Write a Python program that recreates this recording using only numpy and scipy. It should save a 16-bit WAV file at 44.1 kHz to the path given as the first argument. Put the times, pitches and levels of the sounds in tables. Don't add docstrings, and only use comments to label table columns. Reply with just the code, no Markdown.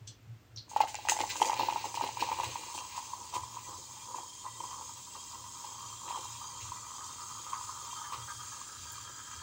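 import sys
import numpy as np
from scipy import signal
from scipy.fft import rfft, irfft, next_fast_len
from scipy.io import wavfile
from scipy.ndimage import uniform_filter1d, map_coordinates

SR = 44100
rng = np.random.default_rng(int(sys.argv[2]) if len(sys.argv) > 2 else 0)


def to_wav(s):
    ch = np.atleast_2d(s).T
    pcm = np.round(np.clip(ch, -1, 1) * 32767)
    wavfile.write(sys.argv[1], SR, pcm.astype(np.int16))


N = 415422
TIME_S = np.arange(N) / SR


def amp(db):
    return 10 ** (np.asarray(db) / 20)


def unit(x):
    return x / np.sqrt(np.mean(x ** 2) + 1e-20)


def add_power(*levels_db):
    return 10 * np.log10(sum(amp(db) ** 2 for db in levels_db))


def along(points, hz):
    f, v = np.transpose(points)
    return np.interp(np.log(hz + 1), np.log(f + 1), v)


def curves(rows, before=None):
    s, *cols = np.transpose(rows)
    return [np.interp(TIME_S, s, c, left=before) for c in cols]


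def wobble(rate_hz):
    coarse = np.arange(0, N + 32, 32)
    knots = rng.standard_normal(int(N * rate_hz / SR) + 4)
    return np.interp(np.arange(N), coarse, map_coordinates(knots, [coarse * rate_hz / SR]))


def filtered(x, response):
    m = next_fast_len(N + SR // 2)
    return irfft(rfft(x, m) * response(np.fft.rfftfreq(m, 1 / SR)), m)[..., :N]


def coloured(x, points):
    return unit(filtered(x, lambda hz: amp(along(points, hz))))


def mode(f, hz, width_hz):
    return 1j * f * width_hz / (hz * hz - f * f + 1j * f * width_hz + 1e-9)


def pops(rate_hz, spread_db, noise):
    chance, polarity, size = rng.random((3, N))
    clicks = (chance < rate_hz / SR) * np.sign(polarity - .5) * amp(-spread_db * np.log(size + 0.17))
    return unit(unit(clicks) + noise * rng.standard_normal(N))


def bursts(rows, shapes):
    power = np.full((len(shapes), N), 1e-12)
    for s, *levels_db in rows:
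        near = slice(max(round(s * SR) - SR // 2, 0), round(s * SR) + SR // 2)
        power[:, near] += [(amp(db) * shape(TIME_S[near] - s)) ** 2
                           for db, shape in zip(levels_db, shapes)]
    return 10 * np.log10(power)


# centre in Hz, width in Hz.
HUM_BANDS = [(112.6, 17.5), (84.2, 21)]
# centre in seconds, upper band in dB, lower band in dB.
THROBS = [(.06, -49, -72), (.31, -47, -63), (.57, -51.5, -66), (1.27, -57, -68), (1.6, -54, -65),
          (2.03, -57, -70), (2.48, -50.5, -56), (3.41, -55.5, -55), (6.32, -56, -71), (6.66, -54, -54.5),
          (7.35, -59, -74), (8.22, -52.5, -64), (8.4, -55, -77), (8.83, -66, -55), (9.4, -67, -54)]


def hum(steady_db=(-64.5, -67), throb_sigma_s=0.043):
    throbs_db = bursts(THROBS, 2 * [lambda t: np.exp(-.5 * (t / throb_sigma_s) ** 2)])
    out = np.zeros(N)
    for (hz, width_hz), db, throb_db in zip(HUM_BANDS, steady_db, throbs_db):
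        band = unit(filtered(rng.standard_normal(N), lambda f: mode(f, hz, width_hz) ** 2))
        evened = unit(band / uniform_filter1d(band ** 2, size=SR // 16) ** 0.38)
        out += amp(add_power(db + 3 * wobble(4.6), throb_db)) * evened
    return out


# frequency in Hz, relative level in dB.
AIR_SPECTRUM = [(60, -32), (150, -21.5), (260, -19.5), (520, -28.5), (1200, -31), (2700, -34),
                (4000, -38.5), (7500, -41), (9000, -49), (13700, -72), (14400, -35), (15800, -56)]


def room_noise(air_db=-64.5, rumble_db=-74.5):
    colour = lambda f: amp(along(AIR_SPECTRUM, f)) * np.clip(f / 150, 0, 1) ** 3
    air = unit(filtered(rng.standard_normal(N), colour))
    rumble = coloured(rng.standard_normal(N), [(20, -33), (50, 7), (70, 2), (90, -35)])
    return amp(air_db) * air + amp(rumble_db) * rumble


# frequency in Hz, width in Hz, gain in dB.
BOTTLE_MODES = [(3540, 690, -0.5), (4330, 690, -3.5), (4780, 730, -2.5), (5580, 500, -6.5),
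                (6070, 370, -5.5), (7600, 1300, 1.5), (10700, 2500, -1.5), (14900, 2500, 0)]
# start in seconds, level in dB, centre in Hz, reach in octaves.
TICKS = [(.071, -46, 5500, .15), (0.0752, -38.5, 5230, 0.56), (.085, -43, 6100, 0.33),
         (0.561, -36, 5450, 0.11), (.574, -31.5, 4300, .1), (0.583, -40, 5200, 0.13),
         (8.922, -33, 13500, 0.4)]


def bottle_ticks():
    out, t = np.zeros(N), np.arange(SR // 20) / SR
    for s, db, centre_hz, reach_oct in TICKS:
        for hz, width_hz, mode_db in BOTTLE_MODES:
            grit = uniform_filter1d(1 + 0.67 * rng.standard_normal(len(t)), size=25)
            envelope = np.e * np.pi * width_hz * t * np.exp(-np.pi * width_hz * t)
            gain = amp(db + mode_db) * np.exp(-.5 * (np.log2(hz / centre_hz) / reach_oct) ** 2)
            out[round(s * SR):][:len(t)] += gain * envelope * grit * np.sin(2 * np.pi * hz * t)
    return out


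WALL_DELAY_S = .0095
# frequency in Hz, gain in dB.
WALL_COLOUR = [(300, -5), (1000, -7.5), (2500, 2.5), (7000, 5.5), (15000, -10.5)]


def wall_echo(x, trim_db=-0.9, smear_t60_s=.0008):
    scatter = rng.standard_normal(SR // 200) * amp(-60 * np.arange(SR // 200) / SR / smear_t60_s)
    smeared = signal.fftconvolve(x, scatter / np.linalg.norm(scatter))[:N]
    colour = lambda f: amp(trim_db + along(WALL_COLOUR, f))
    return filtered(smeared, lambda f: colour(f) * np.exp(-2j * np.pi * f * WALL_DELAY_S))


# frequency in Hz, T60 in seconds.
ROOM_T60 = [(300, 0.26), (1000, 0.27), (4000, 0.23), (12000, 0.074)]


def room_tail(x, gap_s):
    hz, t, spectra = signal.stft(rng.standard_normal(SR // 2), SR, nperseg=256)
    decay_db = along(WALL_COLOUR, hz)[:, None] / 2 - 60 * t / along(ROOM_T60, hz)[:, None]
    tail = signal.istft(spectra * amp(decay_db), SR, nperseg=256)[1]
    return signal.fftconvolve(np.pad(x, (round(gap_s * SR), 0)), tail / np.linalg.norm(tail))[:N]


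# time in seconds, burble in dB, spatter in dB, fizz in dB.
POUR = [(.68, -64, -69, -68), (.77, -60, -51, -59), (.87, -79, -63, -56), (1.04, -61, -56.5, -55),
        (1.17, -47, -55, -46), (1.63, -57, -46.5, -51), (1.87, -49, -51, -49), (2.13, -60, -51.5, -49),
        (2.33, -43.5, -47.5, -49), (2.55, -51.5, -51, -47), (3.2, -50.5, -60.5, -48.5),
        (3.82, -58, -64.5, -49), (4.1, -50.5, -67, -49), (4.4, -63, -66.5, -48.5), (4.77, -51, -64, -47.5),
        (5.08, -58, -65, -48.5), (5.8, -52.5, -65, -47), (7.0, -51, -62, -47.5), (8.13, -49, -63, -46),
        (8.8, -55.5, -62, -47), (9.42, -52.5, -64, -49.5)]


def pour_levels(slosh_under_db=11):
    burble_db, spatter_db, fizz_db = curves(POUR, before=-120)
    splash_spatter_db, splash_slosh_db, splash_fizz_db = splashes()
    gulp_burble_db, gulp_slosh_db = gulps()
    return (add_power(burble_db, gulp_burble_db),
            add_power(spatter_db, splash_spatter_db),
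            add_power(spatter_db - slosh_under_db, splash_slosh_db, gulp_slosh_db),
            add_power(fizz_db, splash_fizz_db))


# time in seconds, pitch in Hz, width in Hz.
AIR_COLUMN = [(.7, 856, 94), (2.5, 931, 130), (4.5, 982, 144), (6.5, 1051, 172), (8.3, 1152, 188),
              (8.8, 1240, 170), (9.4, 1315, 190)]
NECK_HZ, NECK_WIDTH_HZ, NECK_DB = 976, 130, -1.1
BRIM_HZ, BRIM_WIDTH_HZ, BRIM_DB, BRIM_FADE_IN_S = 1625, 138, -3, (8, 9)


def burble(level_db, wander_s=.35):
    kicks = pops(rate_hz=150, spread_db=1, noise=0.59) * amp(2.5 * wobble(30))
    filling_s = TIME_S + wander_s * wobble(12)
    neck = unit(filtered(kicks, lambda f: mode(f, NECK_HZ, NECK_WIDTH_HZ) * mode(f, NECK_HZ, 155)))
    brim = unit(filtered(kicks, lambda f: mode(f, BRIM_HZ, BRIM_WIDTH_HZ) ** 2))
    out = amp(NECK_DB) * neck + amp(BRIM_DB) * np.interp(TIME_S, BRIM_FADE_IN_S, [0, 1]) * brim
    times_s = [row[0] for row in AIR_COLUMN]
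    for stage, (_, hz, width_hz) in zip(np.eye(len(AIR_COLUMN)), AIR_COLUMN):
        ring = filtered(kicks, lambda f: mode(f, hz, width_hz) * mode(f, hz, 544) ** 2)
        out += np.sqrt(np.interp(filling_s, times_s, stage)) * unit(ring)
    running_rms = np.sqrt(uniform_filter1d(out ** 2, size=SR // 8) + 1e-9)
    return out / running_rms * amp(level_db)


# frequency in Hz, relative level in dB.
SPATTER_SPECTRUM = [(1100, -34), (1500, -9), (2000, -8), (2500, -4.5), (2850, -4.5), (3200, -10),
                    (4200, -8), (6500, -19), (10000, -44), (13000, -85), (15500, -5)]


def spatter(level_db):
    impacts = pops(rate_hz=990, spread_db=0, noise=0.82)
    return coloured(impacts, SPATTER_SPECTRUM) * amp(level_db + 2.7 * wobble(14))


# frequency in Hz, relative level in dB.
SLOSH_SPECTRUM = [(150, -16), (290, 5), (360, 8.5), (430, 2), (525, 11), (600, -1), (720, 5.5), (1000, -29)]


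def slosh(level_db):
    slaps = pops(rate_hz=86, spread_db=9.5, noise=0.99)
    return coloured(slaps, SLOSH_SPECTRUM) * amp(level_db + 4.2 * wobble(22))


def bubbles(count, middle_hz, spread, cycles, samples):
    position, smallness = rng.random((2, count, 1))
    hz = np.clip(middle_hz * np.exp(spread * rng.standard_normal((count, 1))), 900, 15000)
    t = np.arange(samples) / SR
    age = hz * t / cycles
    envelope = amp(-3 * np.log(smallness + 0.23)) * np.exp(-age) * (1 - np.exp(-6 * age))
    pings = envelope * np.sin(2 * np.pi * hz * t * (1 + 0.26 * age / cycles))
    index = (position * N).astype(int) + np.arange(samples)
    return unit(np.bincount(index.ravel(), pings.ravel())[:N])


def patches(x, blot_db, streak_db):
    spectra = signal.stft(x, nperseg=512)[2]

    def field(bins, frames):
        noise = uniform_filter1d(rng.standard_normal(spectra.shape), size=bins, axis=0)
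        return unit(uniform_filter1d(noise, size=frames, axis=1))

    gain_db = blot_db * field(bins=6, frames=6) + streak_db * field(bins=2, frames=34)
    return signal.istft(spectra * amp(gain_db), nperseg=512)[1][:N]


# frequency in Hz, relative level in dB.
FIZZ_SPECTRUM = [(820, -25), (1400, -22), (1630, -18), (2140, -38), (2730, -47), (2940, -20), (3150, -1.5),
                 (4190, -4.5), (4920, -3.5), (5730, -1), (6410, 6.5), (7540, 5), (11900, -23), (13400, -22),
                 (15800, -4)]
# centre in Hz, width in Hz, gain in dB.
GLASS_COLOUR = [(4140, 94, -9.5), (4870, 1200, 3.5), (5610, 204, -7.5)]
# time in seconds, gain on the hiss in dB.
SHEEN = [(1.5, -10), (3.3, 5), (3.6, 4), (4.4, 3), (6.4, 8), (7.3, 5.5), (8.0, 10), (8.7, 0), (9.2, 9)]
SHEEN_HZ, SHEEN_WIDTH_HZ = 3140, 200


def foam(level_db):
    hiss = pops(rate_hz=3300, spread_db=8, noise=1.5)
    pings = amp(-13) * bubbles(count=6000, middle_hz=4496, spread=.6, cycles=17.3, samples=SR // 50)
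    sparkle = amp(-12) * bubbles(count=2500, middle_hz=5994, spread=.35, cycles=47.5, samples=SR // 30)
    glass_db = lambda f: sum(db * abs(mode(f, hz, width)) ** 2 for hz, width, db in GLASS_COLOUR)
    fizz = filtered(hiss + pings + sparkle, lambda f: amp(along(FIZZ_SPECTRUM, f) + glass_db(f)))
    sheen = filtered(fizz, lambda f: abs(mode(f, SHEEN_HZ, SHEEN_WIDTH_HZ)) ** 2)
    fizz += (amp(curves(SHEEN)[0] + 3.3 * wobble(5.8)) - 1) * sheen
    patchy = unit(patches(fizz, blot_db=1.1, streak_db=2.24))
    return patchy * amp(level_db + 0.62 * wobble(9) + 0.4 * wobble(40))


# frequency in Hz, width in Hz, gain in dB.
GLASS_MODES = [(1966, 15, 0.5), (2384, 18, 1), (2760, 16.7, 2.5), (1680, 20, -10)]


def glass_ring(pour, fizz_db, struck_db=1.5, under_fizz_db=23):
    modes = lambda f: np.array([amp(db) * mode(f, hz, width) for hz, width, db in GLASS_MODES])
    bursting = pops(rate_hz=25, spread_db=10.5, noise=0.12) * amp([5 * wobble(3) for _ in GLASS_MODES])
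    taps = unit(filtered(bursting, modes).sum(axis=0)) * amp(fizz_db - under_fizz_db)
    return amp(struck_db) * filtered(pour, lambda f: modes(f).sum(axis=0)) + taps


# frequency in Hz, share kept.
FLUTTER = (0.0025, [(800, 0.033), (1200, 0.026), (2500, 0.031), (3400, 0.33), (5000, 0.14), (8000, 0.17)])
# frequency in Hz, share kept.
BOUNCE = [(600, 0.02), (1100, 0.062), (1900, 0.52), (2800, 0.12), (3400, .02)]
# centre in Hz, width in Hz, gain in dB.
TABLE_COLOUR = [(760, 160, -5), (1235, 70, 5), (1400, 160, -5), (3560, 150, -5)]


def table_path(x, bounce_s=.00773):
    delay_s, kept = FLUTTER

    def response(f):
        comb = 1 / (1 - along(kept, f) * np.exp(-2j * np.pi * f * delay_s))
        bounce = 1 - along(BOUNCE, f) * np.exp(-2j * np.pi * f * bounce_s)
        bells = [1 + (amp(db) - 1) * mode(f, hz, width) for hz, width, db in TABLE_COLOUR]
        return comb * bounce * np.prod(bells, axis=0)

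    return filtered(x, response)


def splash_shape(rise_s, t60_s):
    raw = lambda t: (1 - np.exp(-t / rise_s)) * amp(-60 * t / t60_s)
    peak = raw(np.arange(SR // 4) / SR).max()
    return lambda t: raw(np.maximum(t, 0)) / peak


# start in seconds, then peak spatter, slosh and fizz in dB.
SPLASHES = [(.69, -57, -82, -48.5), (.803, -38.5, -56.5, -68), (.875, -45, -75.5, -48),
            (.943, -50.5, -64, -62), (1.085, -39.5, -44, -29.5), (1.19, -41, -43, -51),
            (1.29, -37, -56, -45), (1.36, -64, -53, -44), (1.405, -50, -42.5, -40), (1.448, -48, -44, -38),
            (1.585, -47, -42, -64), (1.84, -48, -53, -48.5), (1.942, -39, -57, -47.5),
            (2.015, -44, -45, -63), (2.195, -39, -52, -44), (2.31, -54, -45, -52), (2.432, -41.5, -50, -47),
            (2.74, -61, -61, -44), (2.96, -53, -77, -44), (3.335, -47.5, -63, -41.5), (4.15, -53, -65, -49),
            (6.085, -51, -66, -50), (6.15, -51, -56, -56), (6.6, -50.5, -64, -58), (8.12, -48, -58, -59)]


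def splashes(rise_s=(.007, .025, .014), t60_s=(0.099, 0.19, 0.19)):
    return bursts(SPLASHES, [splash_shape(*pair) for pair in zip(rise_s, t60_s)])


# time in seconds, attack in seconds.
DROP_ATTACK = [(.7, .0008), (2.5, .001), (4, .0018)]
# frequency in Hz, gain in dB.
CRACK_SPECTRUM = [(600, -18), (1500, -4), (2600, 2.5), (4500, -15), (6800, -6.5), (10000, -16.5),
                  (13000, -32), (15500, -42)]
# start in seconds, level in dB, ring in Hz, crack offset in dB.
DROPS = [(0.714, -34, 890, -13), (0.733, -34, 865, -17), (0.762, -13, 860, -16), (0.804, -7.5, 856, -15.5),
         (0.836, -18.5, 786, -28), (0.874, -43.5, 850, 14.5), (0.944, -27.5, 840, 5),
         (0.987, -29.5, 826, -12), (1.051, -25, 830, -4), (1.071, -27, 860, -10), (1.087, -23.5, 925, 15),
         (1.119, -17, 855, -10), (1.166, -26, 840, -2), (1.189, -20, 850, -2), (1.204, -17.5, 858, 0.5),
         (1.236, -20.5, 857, -21), (1.356, -27.5, 940, 4), (1.4, -27, 935, 0), (1.417, -9.5, 885, -6),
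         (1.447, -20, 886, 0), (1.477, -27, 910, 2), (1.486, -25, 920, -16), (1.496, -16, 890, -9.5),
         (1.517, -25, 916, -2), (1.531, -18.5, 897, -6.5), (1.553, -36, 905, -10), (1.566, -27.5, 870, 0.5),
         (1.595, -18, 926, -16), (1.608, -20.5, 880, -19), (1.632, -20, 900, -25), (1.666, -34, 905, -18),
         (1.685, -15, 900, -16), (1.7, -22.5, 907, -5), (1.724, -22.5, 890, -7), (1.759, -19.5, 896, -27),
         (1.779, -34, 910, -18), (1.841, -25, 900, -22), (1.854, -26.5, 876, -21), (1.942, -26.5, 930, 2),
         (1.973, -20.5, 920, -21), (1.996, -27, 920, -8), (2.01, -18, 900, -15), (2.038, -19.5, 928, -22),
         (2.066, -28, 850, 0), (2.089, -25.5, 880, -14), (2.17, -27, 937, -6), (2.196, -33, 940, 6),
         (2.224, -16.5, 918, -27), (2.288, -23, 877, -11), (2.297, -27, 900, -18), (2.316, -20, 928, -14),
         (2.326, -23, 924, -10), (2.387, -24.5, 950, -8), (2.399, -19, 923, -5), (2.434, -23, 924, 0.5),
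         (2.556, -24, 944, -11), (2.747, -30.5, 920, -14), (2.778, -28, 935, -3), (2.977, -27, 985, -16),
         (3.133, -29.5, 996, -16), (3.338, -30, 965, -19), (3.352, -26, 980, -19), (3.363, -27.5, 960, -16),
         (3.434, -30.5, 1000, -22), (3.568, -29.5, 986, -24), (4.143, -28, 980, -25),
         (4.184, -27.5, 923, -21), (4.463, -30, 1010, -21), (4.603, -29.5, 980, -13),
         (4.638, -33.5, 1045, -26), (4.712, -33, 960, -20), (4.727, -33.5, 1060, -20),
         (4.741, -36, 1070, -23), (4.81, -31.5, 950, -20), (5.644, -33, 940, -6), (6.08, -32, 980, -2),
         (6.106, -27.5, 925, -10), (6.157, -28.5, 990, -14), (6.174, -29, 886, -23),
         (6.252, -35.5, 960, -15), (6.718, -31.5, 1010, -11), (7.53, -26.5, 1055, -7),
         (7.61, -34, 1030, -9), (7.693, -31.5, 1025, -24), (7.928, -32.5, 1010, -18),
         (8.122, -30, 1024, -21), (8.131, -35, 1155, -20), (8.138, -38, 1030, -6), (8.612, -36, 1120, -14),
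         (8.979, -39.5, 1140, -18)]


def drops(rise_per_10ms=0.072, roughness=0.35, damping_share=0.44, cavity_s=0.0089, crack_t60_s=0.0099):
    rings, cracks, t = np.zeros(N), np.zeros(N), np.arange(SR // 16) / SR
    times_s, _, widths_hz = np.transpose(AIR_COLUMN)
    for s, db, hz, crack_db in DROPS:
        grit = rng.standard_normal(len(t))
        rough = 1 + roughness * unit(uniform_filter1d(grit[::-1], size=150)) * np.minimum(t / 0.0065, 1)
        width_hz = damping_share * np.interp(s, times_s, widths_hz)
        attack = (1 - np.exp(-t / np.interp(s, *np.transpose(DROP_ATTACK)))) ** 2
        envelope = attack * np.exp(-np.pi * width_hz * t - (t / cavity_s) ** 2)
        tone = np.sin(2 * np.pi * hz * t * (1 + rise_per_10ms * (np.minimum(50 * t, 1) - .5)))
        rings[round(s * SR):][:len(t)] += amp(db) * envelope / envelope.max() * rough * tone
        cracks[round(s * SR):][:len(t)] += amp(db + crack_db - 60 * t / crack_t60_s) * grit
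    highpass = lambda f: (1j * f / (420 + 1j * f)) ** 2
    return filtered(rings, highpass) + filtered(cracks, lambda f: amp(along(CRACK_SPECTRUM, f)))


# centre in seconds, half length in seconds, burble in dB, slosh in dB.
GULPS = [(2.754, 0.11, -49, -68), (2.983, 0.024, -45, -80), (3.364, 0.028, -42, -55),
         (3.552, 0.032, -49, -83), (3.717, 0.03, -44, -60.5), (4.177, 0.05, -46.5, -53),
         (4.451, 0.037, -46, -65), (4.637, .035, -48.5, -61), (4.725, 0.026, -47, -62),
         (4.8, 0.04, -52, -60.5), (5.163, 0.022, -48, -61), (5.388, 0.062, -49.5, -67),
         (5.64, 0.057, -52, -64), (5.804, 0.075, -51.5, -67.5), (6.132, 0.051, -42.5, -54.5),
         (6.45, 0.033, -48, -78), (7.015, 0.023, -46.5, -75), (7.544, 0.018, -41.5, -79),
         (8.024, 0.035, -48.5, -75), (8.141, 0.014, -46, -52)]


def gulps():
    power = np.full((2, N), 1e-12)
    for s, half_s, *levels_db in GULPS:
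        near = slice(round(s * SR) - SR // 2, round(s * SR) + SR // 2)
        power[:, near] += amp(levels_db)[:, None] ** 2 * np.exp(-((TIME_S[near] - s) / half_s) ** 2)
    return 10 * np.log10(power)


# start in seconds, level in dB, starting pitch in Hz.
CHIRPS = [(8.027, -56, 1495), (8.27, -53, 1403)]


def chirps(length_s=.05, rise_share=0.17):
    out, progress = np.zeros(N), np.linspace(0, 1, round(length_s * SR))
    for s, db, hz in CHIRPS:
        grit = unit(uniform_filter1d(rng.standard_normal(len(progress)), size=120))
        envelope = np.sin(np.pi * progress) * (1 + 1.8 * grit)
        tone = np.sin(2 * np.pi * hz * length_s * progress * (1 + rise_share * progress / 2))
        out[round(s * SR):][:len(tone)] += amp(db) * envelope * tone
    return out


def scene():
    burble_db, spatter_db, slosh_db, fizz_db = pour_levels()
    pour = spatter(spatter_db) + slosh(slosh_db) + burble(burble_db) + drops() + chirps()
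    ticks = bottle_ticks()
    ring = glass_ring(pour, fizz_db)
    echoes = wall_echo(pour) + amp(-9) * room_tail(pour, gap_s=WALL_DELAY_S)
    glass = table_path(pour + ring + echoes + foam(fizz_db))
    bottle = ticks + amp(-3) * wall_echo(ticks) + amp(2) * room_tail(ticks, gap_s=0.0011)
    mono = glass + bottle + room_noise() + hum()
    return np.array([mono, mono])


def record(dry):
    return filtered(dry, lambda hz: hz < 15780)


dry = scene()
out = record(dry)
to_wav(out)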